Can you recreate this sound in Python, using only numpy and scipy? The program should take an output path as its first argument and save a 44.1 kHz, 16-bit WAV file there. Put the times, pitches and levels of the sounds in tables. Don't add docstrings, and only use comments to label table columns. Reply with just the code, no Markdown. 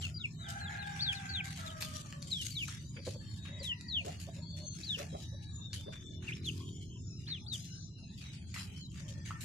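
import sys
import numpy as np
from scipy import signal
from scipy.io import wavfile
from scipy.ndimage import uniform_filter1d

SR = 44100
rng = np.random.default_rng(int(sys.argv[2]) if len(sys.argv) > 2 else 0)


def digitize_waveform(pressure):
    field = np.atleast_2d(pressure).T
    bounded = np.clip(field, -1, 1)
    quanta = np.round(bounded * 32767).astype(np.int16)
    wavfile.write(sys.argv[1], SR, quanta)


def volts_from_decibels(level):
    exponent = np.asarray(level, float) / 20
    return 10 ** exponent


N = 416304


def evened(x):
    return x / np.sqrt(np.mean(x ** 2) + 1e-20)


def read(points, hz):
    f, value = np.transpose(points)
    return np.interp(np.log(hz + 1), np.log(f + 1), value)


def add(mix, s, sound, lag=0):
    for port, late in zip(mix, (max(lag, 0), max(-lag, 0))):
        part = port[round(s * SR) + int(late):][:len(sound)]
        part += sound[:len(part)]


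def resonate(x, hz, width):
    turn = np.exp(2j * np.pi * np.cumsum(hz * np.ones(x.shape[-1])) / SR)
    r = np.exp(-np.pi * width / SR)
    smooth = signal.lfilter([(1 - r) ** 2], [1, -2 * r, r * r], x / turn)
    return 2 * (turn * smooth).real


def wander(length, span):
    chance = rng.standard_normal(length + 2 * span)
    slow = uniform_filter1d(uniform_filter1d(chance, span), span)
    return evened(slow)[span:-span]


def noise(shape, same, patchy_db, size=512):
    hz = np.fft.rfftfreq(size, 1 / SR)
    a, b, c, d, patches = rng.standard_normal((4 * N // size + 5, len(hz), 5), dtype=np.float32).T
    patches = evened(uniform_filter1d(uniform_filter1d(patches, size=4, axis=0), size=24, axis=1))
    same = np.clip(same, -1, 1)
    left = a + 1j * b
    right = same * left + np.sqrt(1 - same ** 2) * (c + 1j * d)
    z = np.array([left, right]) * volts_from_decibels(read(shape, hz)[:, None] + patchy_db * patches)
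    return evened(signal.istft(z, nperseg=size, noverlap=3 * size // 4)[1][:, :N])


def echoes(x, t60, first_s):
    at = np.arange(round(first_s * SR), SR // 2, 20)
    taps = np.zeros((2, SR // 2 + 20))
    for port in taps:
        place = at + rng.integers(0, 20, len(at))
        port[place] = rng.choice([-1., 1.], len(at)) * volts_from_decibels(-60 * at / SR / t60)
    return signal.fftconvolve(x, taps / np.linalg.norm(taps[0]), axes=1)[:, :N]


def unroll(rows):
    s, *columns = np.transpose(rows)
    t = np.arange(s[0], s[-1], 1 / SR)
    return s[0], [np.interp(t, s, c) for c in columns]


def rumble():
    # f/Hz, relative density/dB per Hz
    wash = [(25, -41), (50, -16), (78, -6.5), (89, 2), (98, -6), (107, 2.5), (120, -5), (160, -4),
            (236, -17), (303, -24), (395, -29.5), (467, -51), (700, -42.5), (900, -102)]
    # t/s, level/dB
    engine = [(5.95, -55.5), (6.5, -48), (7.2, -57), (8.3, -76)]
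    # f/Hz, relative level/dB
    body = [(30, -27), (120, 6.5), (250, -0.5), (370, -0.5), (460, -16), (560, -28.5)]
    firing_hz = 40.55
    out = volts_from_decibels(-45.5) * noise(wash, same=0.95, patchy_db=2.0, size=8192)
    s, (db,) = unroll(engine)
    turns = np.cumsum(firing_hz * (1 + 0.0046 * wander(len(db), span=4000))) / SR
    firing = np.zeros(len(db))
    for k in range(2, 14):
        level_db = read(body, k * firing_hz) + 2.0 * wander(len(db), span=4000)
        phase = 1.26 * rng.standard_normal()
        firing += volts_from_decibels(level_db) * np.cos(2 * np.pi * k * turns + phase)
    add(out, s, volts_from_decibels(db) * evened(firing) * signal.windows.tukey(len(db), .1), -11)
    return out


def leaves_and_insects():
    # f/Hz, relative density/dB per Hz
    colour = [(350, -8.5), (800, -8), (1990, -13.5), (3440, -3.5), (5570, -8), (6770, -2), (7810, -16.5),
              (11700, -34.5), (13500, -42)]
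    return volts_from_decibels(-60) * noise(colour, same=0.033, patchy_db=9, size=1024)


def blurred_calls():
    # start t/s, end t/s, first f/Hz, last f/Hz, level/dB
    calls = [(6.547, 7.024, 3250, 3050, -62), (7.058, 7.22, 5420, 5300, -61),
             (8.017, 8.16, 4030, 3990, -65), (8.149, 8.455, 2620, 2430, -67),
             (8.19, 8.537, 3440, 3220, -71)]
    out = np.zeros((2, N))
    for start, end, first, last, db in calls:
        s, (hz,) = unroll([(start, first), (end, last)])
        band = evened(resonate(rng.standard_normal(len(hz)), hz, 260))
        level = volts_from_decibels(db + 2.6 * wander(len(hz), span=700))
        add(out, s, level * band * signal.windows.tukey(len(hz), .3), 11)
    return out


def roosters():
    # start t/s, length/s, first f/Hz, last f/Hz, effort/dB (relative level at the first pitch)
    crows = [(0.38, 0.39, 657, 713.5, -66), (0.437, 0.18, 791, 793, -60), (0.599, 0.12, 795, 841, -58.5),
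             (0.723, 0.78, 813, 779, -55.5), (1.574, 0.73, 664, 550.3, -54), (3.198, 0.31, 845, 850, -79.5),
             (3.474, 0.51, 1019, 947, -65.5), (4.219, 0.22, 883, 816, -78.5), (4.779, 0.32, 830, 873, -78),
             (5.197, 0.59, 886, 793, -75.5), (8.949, 0.49, 893, 904, -73)]
    # multiple of the pitch, relative level/dB; 2.552 is a second, hoarse oscillation
    orders = [(1, 5), (2, 9), (2.552, -3.5), (3.002, -5.5)]
    # f/Hz, relative level/dB
    throat = [(650, -2.5), (810, 0.5), (900, -4), (1300, -3.5), (1650, 1.5), (2300, -1)]
    out = np.zeros((2, N))
    for s, length, first_hz, last_hz, effort_db in crows:
        u = np.arange(0, length, 1 / SR) / length
        hz = first_hz + (last_hz - first_hz) * u
        db = effort_db + 62.5 * np.log2(hz / first_hz)
        rough = np.clip(.47 + .008 * (-55 - effort_db), 0, 1)
        hz = hz * (1 + 0.009 * wander(len(hz), span=500))
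        turns, breath = np.cumsum(hz) / SR, rng.standard_normal(len(hz))
        voice = np.zeros(len(hz))
        for k, order_db in orders:
            tone = np.sqrt(2) * np.cos(2 * np.pi * k * turns)
            hoarse = evened(resonate(breath, k * hz, 80 * k))
            voice += volts_from_decibels(order_db + read(throat, k * hz)) * ((1 - rough) * tone + rough * hoarse)
        level = volts_from_decibels(db + 2.58 * wander(len(hz), span=900))
        add(out, s, voice * level * signal.windows.tukey(len(hz), .08), -19)
    return out + volts_from_decibels(-2) * echoes(out, .35, .01)


def note(rows, flutter_db, wobble):
    s, (hz, db) = unroll(rows)
    hz = uniform_filter1d(hz, size=200, mode="nearest") * (1 + wobble * wander(len(hz), span=60))
    db = db + flutter_db * wander(len(hz), span=150)
    tone = np.sqrt(2) * np.sin(2 * np.pi * np.cumsum(hz) / SR)
    return s, tone * volts_from_decibels(db) * signal.windows.tukey(len(hz), .08)


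def birds():
    # t/s, f/Hz, level/dB
    cheeps = [
        [(.02, 3260, -47), (.046, 2810, -41.5), (.071, 2560, -38)],
        [(.14, 4870, -51), (.178, 4720, -49), (.19, 4000, -60), (.215, 3660, -42), (.235, 3130, -57),
         (.245, 2720, -33), (.263, 2200, -39)],
        [(.395, 4020, -55), (.448, 3670, -53), (.49, 2800, -60)],
        [(.6, 4310, -54), (.65, 3960, -54.5), (.69, 3180, -48)],
        [(.79, 4250, -52), (.86, 3300, -55)],
        [(.99, 3420, -40), (1.004, 3510, -40), (1.01, 4400, -36), (1.03, 4590, -33), (1.062, 3910, -42),
         (1.09, 3410, -31), (1.12, 3050, -42.5), (1.138, 2300, -38)],
        [(1.15, 4320, -47), (1.2, 3300, -53)],
        [(1.29, 4590, -40), (1.33, 4250, -50), (1.36, 3620, -35.5), (1.39, 3130, -41.5), (1.415, 2080, -38)],
        [(1.66, 4110, -51), (1.71, 2900, -53.5)],
        [(2.3, 4660, -60), (2.322, 3970, -35), (2.36, 3430, -40), (2.39, 3230, -44), (2.43, 2800, -44)],
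        [(2.507, 4630, -48), (2.545, 4410, -54.5), (2.577, 3580, -37), (2.606, 3100, -46), (2.626, 2640, -37),
         (2.646, 2210, -38)],
        [(3.59, 5060, -55), (3.605, 4770, -53), (3.632, 3960, -52), (3.648, 3900, -44), (3.686, 3230, -42.5),
         (3.721, 2850, -36), (3.737, 2620, -40)],
        [(3.88, 4900, -48), (3.9, 4290, -46), (3.95, 3460, -35.5), (3.994, 2740, -36), (4.021, 2280, -52)],
        [(4.83, 3460, -46), (4.842, 4750, -49), (4.875, 4130, -48), (4.91, 3600, -33.5), (4.938, 3330, -39),
         (4.966, 2460, -40)],
        [(6.272, 2810, -65), (6.281, 2800, -38.5), (6.297, 2160, -43), (6.31, 2060, -53)],
        [(6.32, 2330, -38), (6.33, 2970, -47), (6.338, 3600, -50)],
        [(6.44, 4350, -55), (6.462, 3600, -44.5), (6.485, 3220, -37.5), (6.503, 2500, -42.5)],
        [(7.264, 2880, -50), (7.277, 4100, -51), (7.295, 4450, -45), (7.332, 3700, -41), (7.37, 2890, -51),
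         (7.39, 2280, -58)],
        [(7.462, 3280, -46), (7.473, 4300, -55), (7.485, 4670, -47.5), (7.51, 3960, -48.5), (7.535, 3690, -36),
         (7.566, 2840, -49)],
        [(8.806, 4320, -60), (8.87, 3870, -55.5)],
    ]
    # t/s, delay at the left port/samples
    path = [(.2, 10), (.4, 13), (.85, 13), (1, 4), (1.7, 4), (2.3, 10), (5, 10), (6.2, 14.0)]
    # start t/s, end t/s, first f/Hz, last f/Hz, level/dB ahead of port balance and echo
    whistles = [(2.94, 3.349, 4710, 4340, -63.5), (3.383, 3.587, 3743, 3790, -58.5),
                (4.413, 4.76, 4344, 4290, -59), (5.084, 5.533, 3914, 3886, -63.5),
                (5.592, 6.208, 3603, 3519, -60.5), (7.591, 7.993, 4070, 3995, -66.5),
                (7.565, 7.869, 5050, 5260, -64), (7.597, 7.875, 6107, 6110, -62.5)]
    near, far = np.zeros((2, 2, N))
    for rows in cheeps:
        lag = round(np.interp(rows[0][0], *np.transpose(path)))
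        add(near, *note(rows, 1.5, .006), lag)
    for start, end, first, last, db in whistles:
        add(far, *note([(start, first, db), (end, last, db)], 3.0, 0.0058), 11)
    trees = volts_from_decibels(-4) * echoes(far, .35, .006)
    pen = volts_from_decibels(-5) * echoes(near, 0.03, 0.0005) + volts_from_decibels(-13) * echoes(near, 0.15, 0.004)
    return near + pen + far * volts_from_decibels([[1.5], [-1.5]]) + trees


def smacks():
    # t/s, direct peak/dB, favoured f/Hz, crackle t60/s
    events = [(1.819, -30.5, 8000, 0.033), (1.823, -23, 3000, 0.016), (2.125, -35.5, 2200, 0.03),
              (2.2206, -32, 6500, 0.023), (2.682, -41, 1240, 0.029), (2.683, -39, 7350, 0.075),
              (3.068, -34, 4470, 0.044), (3.81, -37.5, 5760, 0.039), (5.7305, -28, 4000, 0.045),
              (7.282, -46, 2520, 0.16), (8.561, -37, 1910, 0.19), (9.305, -33, 1190, 0.043)]
    # f/Hz, width/Hz, relative level/dB
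    modes = [(1300, 260, 1), (1900, 500, 1), (2700, 900, 3), (4380, 1400, 6.5), (6470, 1400, 2),
             (8800, 1600, -4)]
    out = np.zeros((2, N))
    t = np.arange(3000) / SR
    for s, db, favoured_hz, t60 in events:
        crackle = rng.standard_normal((2, 3000))
        uneven = np.exp(1.2 * evened(uniform_filter1d(crackle[1], size=30)))
        burst = crackle[0] * uneven * volts_from_decibels(-60 * t / max(t60, .01))
        ring = np.zeros(3000)
        for hz, width, mode_db in modes:
            gain = volts_from_decibels(mode_db - 10 * np.log2(hz / favoured_hz) ** 2)
            ring += gain * resonate(burst, hz, width) / np.sqrt(width)
        add(out, s, volts_from_decibels(db) * ring / abs(ring).max(), 1)
    return out + volts_from_decibels(-4) * echoes(out, 0.3, 0.0034)


def sniffs():
    gap_s = .14
    beats = np.arange(0, N / SR - gap_s, gap_s)
    place, size, long = rng.uniform(-1.15, 1, (len(beats), 3)).T
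    start_s = beats + gap_s * (1 + place) / 2
    return np.transpose([start_s, -57 + 5 * size, 0.059 * 2 ** long, -9.5 + 0 * beats])


def snuffles():
    # t/s, relative level/dB, length/s, snout rush against the hiss/dB
    puffs = [(0.0094, -41, 0.043, -6), (0.483, -42.5, 0.064, -13), (0.664, -48.5, 0.38, 5),
             (1.1586, -47, 0.11, 7), (1.438, -42, 0.077, -0.5), (1.557, -40.5, 0.077, -3.5),
             (1.803, -37, 0.065, -4), (1.932, -43.5, 0.072, -67), (2.26, -43.5, 0.35, -43),
             (2.41, -37.5, 0.1, -26), (2.675, -44.5, 0.046, 1.5), (2.963, -58, 0.018, 17.5),
             (3.048, -43.5, 0.067, -10), (3.36, -46, 0.024, -34), (3.45, -55, 0.029, 13),
             (3.628, -40.5, 0.033, -33), (4.045, -41, 0.053, 1.5), (4.198, -38, 0.028, -12),
             (4.563, -50, 0.043, -12), (4.733, -46, 0.15, -11.5), (4.978, -39, 0.03, 5),
             (5.163, -47, 0.058, -38), (5.42, -52.5, 0.037, -23), (5.733, -37.5, 0.03, -7.5),
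             (5.921, -50.5, 0.052, 4), (6.22, -49, 0.071, 7.5), (6.445, -42.5, 0.086, -25),
             (7.273, -58.5, 0.045, 14.5), (7.5234, -37, 0.047, -32), (8.176, -46.5, 0.023, -38),
             (8.208, -51.5, 0.094, 4), (8.54, -37, 0.065, -1), (8.935, -49.5, 0.1, -2),
             (9.08, -46.5, 0.017, -37), (9.248, -48, 0.089, 2), (9.403, -36, 0.048, -15)]
    # f/Hz, relative density/dB per Hz
    nostrils = [(500, -63), (1500, -17), (3000, 0.5), (4500, 0), (7000, -2), (10000, -12), (13000, -36)]
    snout = [(300, -23), (700, -13), (1300, -2.5), (2400, 5.5), (3500, -4.5), (6000, -43)]
    top = [(5000, -25), (7500, 5), (10000, -1), (13200, -7)]
    flow, t = np.zeros((3, N)), np.arange(SR // 2) / SR
    for s, db, length, snout_db in [*puffs, *sniffs()]:
        length = max(length, .01)
        shape = (1 - np.exp(-t / (0.12 * length))) * np.exp(-(t / length) ** 0.9)
        spray_db = db - 8 + .7 * (db + 38)
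        start = max(round(s * SR), 0)
        puff = volts_from_decibels([[db], [db + snout_db], [spray_db]]) * shape
        flow[:, start:start + len(t)] += puff[:, :N - start]
    sputter = volts_from_decibels(2.6 * wander(N, span=120) + 2.0 * wander(N, span=900))
    hiss = noise(nostrils, same=0.15, patchy_db=4.5)
    rush = noise(snout, same=0.13, patchy_db=4)
    spray = noise(top, same=.1, patchy_db=5)
    return volts_from_decibels(-7.0) * sputter * (flow[0] * hiss + flow[1] * rush + flow[2] * spray)


def grunts():
    # t/s, direct peak/dB, snout resonance f/Hz, length/s, delay at the left port/samples
    calls = [(0.04, -60, 647, 0.093, -3), (2.96, -47, 500, 0.042, 0), (3.067, -30.5, 525, 0.016, -2),
             (3.143, -44, 535, 0.021, -2), (3.453, -54, 560, 0.16, 9), (3.602, -43, 504, 0.021, 3),
             (4.048, -35, 564, 0.045, 25), (4.272, -41.5, 600, 0.021, 5), (4.36, -53, 555, 0.035, 5),
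             (4.527, -52, 588, 0.22, -3), (4.782, -50.5, 307, 0.044, -8), (4.971, -37, 554, 0.059, 19),
             (5.126, -35.5, 564, 0.035, 22), (5.323, -51, 540, 0.029, 3), (5.754, -59, 494, 0.055, 16),
             (5.862, -38, 470, 0.033, 26), (8.012, -61, 676, 0.034, 2), (9.0, -56.5, 555, 0.33, -7),
             (9.153, -57.5, 557, 0.045, 0)]
    out = np.zeros((2, N))
    t = np.arange(6000) / SR
    for s, db, hz, length, lag in calls:
        chance, u = rng.standard_normal((2, 6000)), t / max(length, .005)
        turns = np.cumsum(125 * (1 + 2.82 * uniform_filter1d(chance[0], size=300))) / SR
        breath = .035 * chance[1]
        pulses = np.diff(np.floor(turns), prepend=-1) + breath
        swell = 1 - .75 * np.exp(-(u / .5) ** 2)
        grumble = 0.071 * np.exp(-t / 0.025)
        pulses *= swell * np.exp(-u ** 4) + grumble
        pulses = signal.lfilter(np.hanning(24), 1, pulses)
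        rise = 0.04 + 0.02 * lag
        hz = hz * (1 + rise * (np.minimum(u, 1.1) - .4))
        voice = resonate(pulses, hz, 147)
        voice += volts_from_decibels(-8.5) * resonate(pulses, 0.693 * hz, 155)
        voice += volts_from_decibels(-17) * resonate(pulses, 1.67 * hz, 550)
        voice += volts_from_decibels(-26.0) * resonate(pulses, 2.75 * hz, 1100)
        add(out, s, volts_from_decibels(db) * voice / abs(voice).max(), lag)
    return out + volts_from_decibels(-9) * echoes(out, 0.3, 0.00489)


def scene():
    background = rumble() + leaves_and_insects() + blurred_calls() + roosters()
    return background + birds() + smacks() + snuffles() + grunts()


def band_limit(x):
    return signal.sosfilt(signal.butter(12, 13830, fs=SR, output="sos"), x)


def record(dry):
    # f/Hz, left over right/dB
    port_tilt = [(300, -0.2), (660, -1.5), (1200, 0.5), (2190, 0), (3990, 3.5), (7260, 7), (13200, -23.5)]
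    hz, _, z = signal.stft(dry, SR, nperseg=1024, noverlap=768)
    power = uniform_filter1d(uniform_filter1d(abs(z) ** 2, size=3, axis=1), size=7, axis=2)
    power_db = 10 * np.log10(power + 1e-16)
    floor_db = np.percentile(power_db[..., ::8], 32, axis=2, keepdims=True)
    depth = np.clip((floor_db - power_db) / 3, 0, 1)
    cut_db = -18 * depth * np.clip(hz / 1000 - .45, 0, 1)[:, None]
    tilt_db = read(port_tilt, hz)[:, None] * np.array([.5, -.5])[:, None, None]
    z = z * volts_from_decibels(cut_db + tilt_db) * (hz < 13250)[:, None]
    mix = signal.istft(z, nperseg=1024, noverlap=768)[1][:, :N]
    return band_limit(mix)


dry = scene()
out = record(dry)
digitize_waveform(out)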